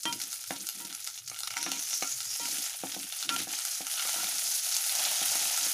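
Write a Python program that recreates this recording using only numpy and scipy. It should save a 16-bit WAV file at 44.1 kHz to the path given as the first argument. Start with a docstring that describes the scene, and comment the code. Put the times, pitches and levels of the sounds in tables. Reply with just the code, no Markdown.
"""Leaves and spices frying in a metal pan

Leaves and spices fry in hot oil in a deep metal pan, close to a small microphone.
Steam bubbles are random clicks ringing at many pitches; pops crack, ring and spit, mostly bursting drops.
Steam under a leaf sings as puffs through narrow drifting resonances.
A wooden spatula knocks on the wall and bottom of the pan, exciting its modes, and scrapes along it.
Below lie a low stove-top rumble, sparse echoes from tiled walls and quiet room noise."""
import sys
import numpy as np
from scipy import signal
from scipy.io import wavfile
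from scipy.ndimage import uniform_filter1d

SR = 44100
rng = np.random.default_rng(int(sys.argv[2]) if len(sys.argv) > 2 else 0)


def wav_record(signal):
    """Record a signal, one row per channel, as 16-bit PCM in the file named by sys.argv[1]."""
    frames = np.transpose(np.atleast_2d(signal))
    bounded = np.clip(frames, -1, 1)
    # unit amplitude maps onto the largest positive 16-bit level
    quanta = np.round(bounded * 32767).astype(np.int16)
    wavfile.write(sys.argv[1], SR, quanta)


def decibels_to_gain(level_db):
    """Convert a level in decibels to a linear amplitude gain (20 dB per decade)."""
    exponent = np.asarray(level_db, float) / 20
    return 10 ** exponent


N = 253032
CLOCK = np.arange(N) / SR  # time of every sample in s

# what the bowl of the pan and the microphone make of the bubbles: pitch_hz [Hz], level_db [dB per Hz]
BOWL_COLOUR = [(300, -37), (520, -20.5), (740, -8), (900, -13.5), (1090, -18), (1350, -5.5), (1650, -11.5),
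               (2200, -8.5), (3300, -4.5), (4400, -3), (6500, 2), (7900, -4), (10200, 0.5), (12500, -7),
               (15500, -10.5)]
# sharp cracks: bursting water drops, and at 0.054, 0.5085, 1.5683 and 3.2913 s the crack of a spatula blow:
# start_s [s], level_db [dB, peak before the wall echo and final filter],
# pitch_hz [Hz, of the ring], spit_db [dB, of the spit after it]
CRACKS = [(0.032, -43, 5940, -32), (0.042, -48, 5000, -40), (0.054, -21, 3500, -23),
          (0.0945, -26, 4200, -45), (0.1257, -18.5, 6940, -30), (0.2015, -26, 4630, -34),
          (0.2158, -21.5, 6330, -33), (0.2366, -26, 5430, -32), (0.2702, -36, 10600, -32.5),
          (0.3294, -18.5, 6800, -40), (0.4403, -32, 5410, -36), (0.474, -32, 11000, -30.5),
          (0.5085, -23.5, 3930, -42), (0.567, -25, 4340, -52), (0.669, -21, 10400, -38),
          (0.6887, -16.5, 11500, -62), (0.6977, -20, 10500, -50), (0.849, -31.5, 4200, -44),
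          (0.9044, -37, 4100, -48), (0.9267, -24.5, 5700, -61), (0.9493, -21, 9800, -50),
          (1.043, -36, 5030, -35), (1.068, -31.5, 3180, -37), (1.0744, -17.5, 6800, -38),
          (1.1428, -36, 4000, -50), (1.1766, -26, 4000, -44), (1.2762, -38, 4600, -36),
          (1.2985, -24, 6500, -39), (1.3444, -28.5, 3070, -47), (1.3625, -29, 3080, -51),
          (1.3893, -24, 10300, -38), (1.405, -19, 9100, -42), (1.4335, -19.5, 4000, -55),
          (1.4734, -28, 3080, -25.5), (1.5056, -23.5, 2470, -40), (1.5388, -27.5, 2150, -50),
          (1.5683, -17, 2370, -33), (1.5775, -20, 6100, -45), (1.597, -29, 2500, -50),
          (1.6282, -16, 5900, -46), (1.7171, -14.5, 6060, -44), (1.7335, -27, 2980, -47),
          (1.7669, -34, 2300, -49), (1.7933, -24, 6100, -35), (1.8262, -25.5, 5380, -45),
          (1.9091, -24, 6560, -51), (1.93, -21, 5560, -41), (2.026, -23, 6140, -40),
          (2.0745, -20, 6800, -45), (2.2045, -20, 5100, -70), (2.3032, -47, 4650, -31),
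          (2.3575, -29, 4260, -32), (2.432, -28, 5250, -41), (2.4553, -20, 5300, -41),
          (2.5844, -22.5, 3460, -45), (2.6968, -21.5, 6600, -47), (2.921, -23.5, 3420, -33),
          (3.031, -25, 9320, -47), (3.124, -20, 3230, -51), (3.2271, -16.5, 3960, -64),
          (3.2913, -18, 3030, -23), (3.3624, -32, 3430, -26), (3.3847, -29, 6160, -30),
          (3.531, -41, 6600, -32.5), (3.589, -17.5, 8400, -44), (3.6515, -14.5, 7500, -41),
          (3.8677, -18.5, 6460, -43), (3.9394, -22.5, 3900, -42), (3.977, -24, 3200, -42),
          (3.996, -18.5, 3040, -44), (4.0736, -18.5, 5100, -46), (4.1306, -22, 10200, -31),
          (4.2426, -21.5, 4070, -41), (4.27, -22, 3540, -50), (4.3834, -16.5, 6700, -33),
          (4.7658, -15.5, 6750, -26), (4.8404, -18, 6300, -46), (4.8951, -16, 4230, -38),
          (4.952, -17.5, 6100, -32), (5.0228, -21, 3610, -35), (5.0517, -14, 3650, -38),
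          (5.4534, -23, 10300, -41), (5.5757, -13.5, 6700, -47)]
# modes of the pan: pitch_hz [Hz], middle_db [dB, struck mid-bottom], edge_db [dB, at the edge of the bottom],
# wall_db [dB, at the wall], t60_s [s, while ringing freely]
PAN_MODES = [(206.7, -28, -9.5, -8, 0.15), (276.3, -20, -7, -36, 0.23), (332, -15, -2, -6.5, 0.14),
             (522, -40, -2.5, -44, 0.029), (695, -10, 0, -33, 0.032), (745, 4, 6, -24, 0.034),
             (945.5, -34, -35, 3.5, 0.32), (1242, 9.5, -27, -35, 0.033), (1373, -8, -44, -4.5, 0.38),
             (1750, -24, -34, -30, .057), (1943, -27, -20, 1.5, 0.2), (2236, 0.5, -15, -23, 0.066),
             (2422, -18, -20, -5.5, 0.14), (2954, -31, -45, -34, 0.065), (3165, -28, -22, 5, 0.21),
             (4050, -8, -25, -21, 0.09), (4930, -22, -22, -24, 0.17), (5626, -24, -24, -13, .12)]


def evened(x):
    """Scales to rms 1."""
    return x / np.sqrt(np.mean(x ** 2) + 1e-20)


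def add(mix, start_s, sound):
    """Mixes a sound in at a time."""
    part = mix[round(start_s * SR):][:len(sound)]
    part += sound[:len(part)]


def colour(x, points):
    """Causal minimum-phase filter with the given spectrum."""
    hz, db = np.transpose(points)
    log_gain = np.interp(np.log(np.fft.rfftfreq(8192, 1 / SR) + 1), np.log(hz), db) * np.log(10) / 20
    mirrored = np.concatenate([log_gain, log_gain[-2:0:-1]])
    phase = -signal.hilbert(mirrored).imag
    taps = np.fft.ifft(np.exp(mirrored + 1j * phase)).real[:4096]
    return signal.oaconvolve(x, taps)[:len(x)]


def band(x, lo_hz, hi_hz):
    """Band-pass."""
    return signal.sosfilt(signal.butter(2, [lo_hz, hi_hz], "bandpass", fs=SR, output="sos"), x)


def clicks(per_s, spread_db):
    """Random clicks of either sign, most small and a few large."""
    size = decibels_to_gain(spread_db * np.minimum(rng.exponential(1, N), 4))
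    sign = rng.choice([-1., 1.], N)
    return size * sign * (rng.random(N) < per_s / SR)


def bubble(hz, cycles):
    """A short ring that dies by 1/e in so many cycles, energy 1."""
    turns = hz * np.arange(round(8 * cycles * SR / hz)) / SR
    ring = np.sin(2 * np.pi * turns) * np.exp(-turns / cycles)
    return ring / np.linalg.norm(ring)


def room_air():
    """Quiet room noise, heavy in the bass."""
    # spectrum of the room noise: pitch_hz [Hz], level_db [dB per Hz, before the rms is set]
    air_colour = [(20, 0.5), (45, -15.5), (80, -4.5), (200, -18.5), (400, -16), (1000, -30), (2000, -61)]
    level_db = -71
    return decibels_to_gain(level_db) * evened(colour(rng.standard_normal(N), air_colour))


def kitchen_echo(x):
    """Sparse echoes from tiled walls: random taps of either sign under an exponential decay."""
    taps = np.zeros(SR // 3)
    at = np.arange(200, len(taps) - 22, 22)
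    taps[at + rng.integers(0, 22, len(at))] = rng.choice([-1., 1.], len(at))
    t60_s = 0.17
    taps *= decibels_to_gain(-60 * np.arange(len(taps)) / SR / t60_s)
    return signal.oaconvolve(x, taps / np.linalg.norm(taps))[:N]


def stove_rumble():
    """The stove top rumbles as the pan is pushed: low noise that swells with each push."""
    # pushes of the pan: start_s [s], length_s [s], level_db [dB]
    pushes = [(0.063, 0.15, -60.5), (0.425, 0.2, -66), (1.19, 0.18, -66), (1.45, 0.11, -66),
              (2.09, 0.26, -64), (2.782, 0.17, -65), (3.292, 0.19, -65), (4.2, 0.027, -67),
              (5.226, 0.17, -65), (5.58, 0.026, -59)]
    push = np.full(N, decibels_to_gain(-95.0))  # the stove is never quite still
    for start_s, length_s, level_db in pushes:
        add(push, start_s, decibels_to_gain(level_db) * signal.windows.tukey(round(length_s * SR), .6))
    return push * evened(band(band(rng.standard_normal(N), 85, 158), 85, 158))


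def pan(place, scatter_db=0):
    """The ring of the pan after a sharp blow from mid-bottom to wall; each spot stirs the modes differently."""
    free_s, damped_t60_s = 0.057, 0.048  # the extra decay starts as the wood settles on the pan again
    twin_share, twin_split = 0.28, 0.0092  # a round pan rings in close pairs that beat
    hz, middle_db, edge_db, wall_db, t60_s = np.transpose(PAN_MODES)[:, :, None]
    t = np.arange(SR // 2) / SR
    place = np.clip(place, -1, 1)
    twins = np.sin(2 * np.pi * hz * t) - twin_share * np.sin(2 * np.pi * hz * (1 + twin_split) * t)
    far_db = wall_db if place > 0 else middle_db
    height = (1 - abs(place)) * decibels_to_gain(edge_db) + abs(place) * decibels_to_gain(far_db)
    decay_db = -60 * t / t60_s - 60 * np.maximum(t - free_s, 0) / damped_t60_s
    return (height * decibels_to_gain(scatter_db + decay_db) * twins).sum(0)


def strokes(loud):
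    """Pressure of the wood on the metal, at its own level or simply on and off."""
    # the wood dragged over the metal: start_s [s], end_s [s], level_db [dB, mid-stroke]
    drags = [(0.048, 0.195, -52), (0.2, 0.306, -65), (0.53, 0.66, -57), (0.727, 0.965, -59.5),
             (1.566, 1.65, -59), (1.638, 1.717, -51.5), (1.713, 1.804, -55), (2.378, 2.645, -56.5),
             (2.87, 3.073, -58.5), (3.231, 3.462, -49.5), (3.476, 3.542, -58), (4.142, 4.294, -56),
             (4.284, 4.388, -65.5), (4.41, 4.514, -69), (4.942, 5.17, -63), (5.255, 5.493, -67),
             (5.568, 5.714, -63)]
    rise_db = 0.5  # from start to end of a stroke
    press = np.zeros(N)
    for start_s, end_s, level_db in drags:
        shape = signal.windows.tukey(round((end_s - start_s) * SR), .4)
        tilt_db = rise_db * np.linspace(-.5, .5, len(shape))
        add(press, start_s, decibels_to_gain(loud * (level_db + tilt_db)) * shape)
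    return press


def scrape():
    """Small catches of the wood keep the low modes of the pan ringing."""
    catches = evened(band(clicks(per_s=1100, spread_db=3.5), 170, 422))
    damping_t60_s = 0.07  # the wood resting on the pan damps the metal
    damped = pan(0) * decibels_to_gain(-60 * np.arange(SR // 2) / SR / damping_t60_s)
    size = np.std(signal.oaconvolve(catches, damped))
    return signal.oaconvolve(strokes(loud=True) * catches, damped)[:N] / size


def knocks():
    """Wood on metal: a short push rings the pan; the clack of the wood dies at once."""
    # spatula blows: start_s [s], level_db [dB, peak within 200-1100 Hz],
    # place [-1 mid-bottom, 0 its edge, 1 wall; held to that range], contact_ms [ms, held to 0.03-3]
    blows = [(0.055, -27.5, 0.72, 0.15), (0.507, -24.5, 0.083, 0.37), (0.8, -48.5, 0.69, 0.42),
             (1.315, -39.5, -1.2, 0.087), (1.564, -39, 0.87, 0.099), (1.664, -28, -0.58, 0.038),
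             (1.719, -33.5, 0.27, 0.098), (2.024, -27, -0.68, 0.09), (2.398, -37.5, 1, 0.1),
             (2.836, -24.5, -0.15, 0.87), (2.965, -31.5, 0.021, 1), (3.292, -33, 1, 0.02),
             (3.472, -34, -0.15, 0.55), (3.806, -33.5, -0.34, 0.86), (4.053, -34.5, -1.4, 0.1),
             (4.16, -38.5, 0.41, 0.17), (5.216, -32, -0.013, 0.74), (5.355, -34, -0.54, 0.23),
             (5.416, -38.5, -0.81, 0.38), (5.455, -38, 0.33, 0.35), (5.666, -38, -0.7, 0.12)]
    clack_db, clack_top_hz = 0.5, 4800
    thud_hz, thud_db, thud_t60_s = 674, 7, 0.0066  # dull thud of the blade, fullest at the edge of the bottom
    skid_db, skid_t60_s = -15.5, 0.11  # on the wall the wood skids and chatters on after the first touch
    out = np.zeros(N)
    t = np.arange(1500) / SR
    for (start_s, level_db, place, contact_ms), chance in zip(blows, rng.standard_normal((len(blows), 1500))):
        blow = pan(place, 1.5 * chance[:len(PAN_MODES), None])
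        clack_decay = decibels_to_gain(-60 * t / .04) + 2.5 * decibels_to_gain(-60 * t / .008)
        blow[:1500] += decibels_to_gain(clack_db) * evened(band(chance, 450, clack_top_hz)) * clack_decay
        thud = decibels_to_gain(thud_db - 60 * t / thud_t60_s) * np.sin(2 * np.pi * thud_hz * t)
        blow[:1500] += (1 - np.clip(abs(place), 0, 1)) * thud
        push = t * np.exp(-t / (np.clip(contact_ms, .03, 3) / 1000 / 5))  # a longer contact dulls the treble
        touches = np.where(abs(chance) > 2.5, chance, 0)
        skid = touches * decibels_to_gain(skid_db - 60 * t / skid_t60_s) * max(place, 0)
        skid[0] = 1  # the first touch
        blow = signal.oaconvolve(np.convolve(blow, push / push.sum()), skid)
        add(out, start_s, decibels_to_gain(level_db) * blow / abs(band(blow, 200, 1100)).max())
    return band(band(out, 140, 16000), 140, 16000)


def sing():
    """Steam squeezing from under a leaf: quick tiny puffs through several narrow, drifting gaps at once."""
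    # squeezes, each swelling and fading: peak_s [s, loudest moment], level_db [dB, there], pitch_hz [Hz, middle gap]
    squeezes = [(1.64, -34.5, 5790), (1.72, -43, 6370), (1.797, -38.5, 6200), (1.87, -45, 5900),
                (1.94, -31.5, 5780), (2.03, -46, 6200), (2.11, -34.5, 6530), (2.18, -47, 5550),
                (2.26, -41, 6840), (2.32, -37, 5320), (4.0, -44.5, 1390), (4.199, -45, 1383)]
    rise_db_per_s, fall_db_per_s = 227, 181
    width, scatter = 0.014, 0.06  # bandwidth and spacing of the gaps, as shares of the pitch
    out = np.zeros(N)
    t = np.arange(-SR // 4, SR // 4) / SR
    fade_db = np.where(t < 0, rise_db_per_s, fall_db_per_s) * abs(t)
    puffs = clicks(per_s=2500, spread_db=5.0)
    for (peak_s, level_db, hz), drifts in zip(squeezes, rng.standard_normal((len(squeezes), 3))):
        r = np.exp(-np.pi * width * hz / SR)
        chord = np.zeros(len(t))
        puff = puffs[round((peak_s + t[0]) * SR):][:len(t)]
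        for gap, drift in zip((-1, 0, 1), drifts):
            gap_hz = hz * (1 + scatter * (gap + 3 * drift * t))
            turn = np.exp(2j * np.pi * np.cumsum(gap_hz) / SR)
            # shifted down to 0 Hz, smoothed and shifted back: a resonance that glides
            chord += decibels_to_gain(-4.0 * abs(gap)) * (turn * signal.lfilter([1 - r], [1, -r], puff / turn)).real
        add(out, peak_s + t[0], decibels_to_gain(level_db - fade_db) * evened(chord))
    return out


def frying():
    """Level of the fizz as it catches its breath, and the spread of bubble sizes."""
    # the frying: start_s [s], level_db [dB],
    # spread_db [dB, more large and fine bubbles beside the middle ones]
    heat_curve = [(0, -46, -5.5), (.25, -43, 6), (.55, -43.5, 3), (.9, -46, 6), (1.15, -44, 4),
                  (1.4, -45.5, 1.5), (1.65, -45, 11), (1.9, -37.5, 0.5), (2.3, -40.5, 2.5), (2.5, -34.5, 2),
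                  (2.7, -37, 5.5), (3.05, -41.5, 4.5), (3.45, -38.5, 8.5), (3.75, -36.5, 2.5),
                  (4.05, -34, 5), (4.25, -34.5, 5.5), (4.55, -32.5, 0), (4.8, -33.5, 3.5),
                  (5.1, -31.5, 6.5), (5.74, -32, 3.5)]
    # lulls and a slight swell: centre_s [s], change_db [dB], half_width_s [s, to 1/e of the change]
    lulls = [(0, 1, 0.038), (0.462, -4.5, 0.035), (1.25, -5.5, 0.11), (2.796, -4, 0.096),
             (3.273, -6, 0.019), (3.467, -5, 0.023), (3.854, -4, 0.051), (4.622, -3.5, 0.018)]
    s, level_db, spread_db = np.transpose(heat_curve)
    fizz_db = np.interp(CLOCK, s, level_db)
    for centre_s, change_db, half_width_s in lulls:
        fizz_db = fizz_db + change_db * np.exp(-((CLOCK - centre_s) / half_width_s) ** 2)
    return fizz_db, np.interp(CLOCK, s, spread_db)


def size_class(hz):
    """0 for large bubbles, 1 for middle, 2 for fine ones."""
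    return int(hz > 4000) + int(hz > 8100)


def surge():
    """How hard each bubble size boils from moment to moment: every crack is followed by a dying spit."""
    power = np.ones((3, N))
    fizz_db = frying()[0]
    t = np.arange(SR // 4) / SR
    for start_s, _, hz, spit_db in CRACKS:
        spit = decibels_to_gain(spit_db - fizz_db[round(start_s * SR)] - 60 * t / 0.047) ** 2
        for k in range(3):
            add(power[k], start_s, spit * decibels_to_gain(-4.0 * abs(k - size_class(hz))) ** 2)  # strongest near its own pitch
    # small spits: some shared by all sizes, some of each size alone
    common, *own = (clicks(per_s=36, spread_db=2.0) ** 2 for _ in range(4))
    small = signal.oaconvolve(common + 2.0 * np.array(own), decibels_to_gain(-60 * t / 0.096)[None] ** 2, axes=1)[:, :N]
    share = np.clip(.5 - 0.017 * (fizz_db + 41.0), .05, .9)  # fierce frying runs its spits together
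    return np.sqrt(power * (1 - share + share * small / small.mean()))


def gurgles():
    """How strongly the deepest bubbles boil: sudden clumps that die away over a low simmer."""
    gurgle_db, per_s, t60_s = -2, 66, 0.11
    t = np.arange(SR // 4) / SR
    clumps = signal.oaconvolve(clicks(per_s, spread_db=2.5) ** 2, decibels_to_gain(-60 * t / t60_s) ** 2)[:N]
    return decibels_to_gain(gurgle_db) * np.sqrt(0.45 + 0.7 * abs(clumps) / clumps.mean())


def fizz():
    """Thousands of bubbles a second, in many sizes; large and fine ones swell on their own."""
    stir_db, stir_settle_s = 1, 0.061  # a stroke through the oil raises large bubbles
    fine_share, fine_db_per_s = 0.088, -0.23  # fine bubbles follow the spread in part and slowly fade
    fizz_db, spread_db = frying()
    large_db = spread_db + stir_db * uniform_filter1d(strokes(loud=False), round(stir_settle_s * SR))
    fine_db = fine_share * spread_db + fine_db_per_s * CLOCK
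    heat = decibels_to_gain(0.83 * (fizz_db + 39))  # fiercer frying means more bubbles as well as louder ones
    rings = np.zeros((3, N))
    for hz in np.geomspace(500, 15000, num=26):
        train = clicks(per_s=heat * (40 + .09 * hz), spread_db=2.0) / np.sqrt(heat)
        ring = bubble(hz, cycles=2.32) * np.sqrt(hz)  # wider bands carry more energy
        rings[size_class(hz)] += signal.oaconvolve(evened(train), ring)[:N]
    crack = evened(clicks(per_s=heat * 260, spread_db=1.5) / np.sqrt(heat))  # bursting skins click in all bands
    skins = np.array([band(crack, 300, 4000), band(crack, 4000, 8100), band(crack, 8100, 17000)])
    boiling = (evened(rings) + 0.76 * evened(skins)) * surge()
    large, middle, fine = (colour(part, BOWL_COLOUR) for part in boiling)
    deep = band(band(large, 450, 1000), 450, 1000)
    large = band(band(large, 1120, 18000), 1120, 18000)
    large += decibels_to_gain(0.66 * (fizz_db + large_db + 31.5)) * gurgles() * deep  # the deepest gurgle needs fierce frying
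    swell = decibels_to_gain(large_db - large_db.mean()) * large + middle + decibels_to_gain(fine_db - fine_db.mean()) * fine
    usual_rms = np.median(np.sqrt(abs(uniform_filter1d(middle ** 2, size=2000))))
    return decibels_to_gain(fizz_db) * swell / usual_rms


def pops():
    """A short noise burst and a dying ring, thrown back by the near wall: bursting drops and a few blows' cracks."""
    out = np.zeros(N)
    t = np.arange(220) / SR
    for (start_s, level_db, hz, _), spray in zip(CRACKS, rng.standard_normal((len(CRACKS), 220))):
        crack = colour(spray * decibels_to_gain(-60 * t / 0.0056), BOWL_COLOUR)
        pop = evened(band(crack, 540, min(1.53 * hz, 18000)))  # low-pitched ones crack duller
        ring = bubble(hz, cycles=2.0)[:220]
        pop[:len(ring)] += 10.0 * ring
        pop /= abs(pop).max()
        add(out, start_s, decibels_to_gain(level_db) * pop)
        add(out, start_s + .0014, decibels_to_gain(level_db - 5) * pop)  # off the near wall
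    return band(out, 700, 18000)


def scene():
    """Everything in the pan, the echo of the sharp sounds with the rumble, and the quiet room noise."""
    sharp = pops() + knocks() + scrape() + stove_rumble()
    return (fizz() + sing() + sharp + decibels_to_gain(-4.0) * kitchen_echo(sharp) + room_air())[None]


def band_limit(x):
    """A steep low-pass at the top of the band."""
    return signal.sosfilt(signal.butter(12, 16580, fs=SR, output="sos"), x)


def record(dry):
    """The small microphone loses the deep bass, and the top is cut off."""
    edge_hz = 15450
    thin = signal.sosfilt(signal.butter(1, 60, "highpass", fs=SR, output="sos"), dry)
    lowpass = signal.firwin(511, edge_hz, window=("kaiser", 9), fs=SR)
    thin = signal.oaconvolve(thin, lowpass[None], "same")
    return band_limit(thin)


dry = scene()
out = record(dry)
wav_record(out)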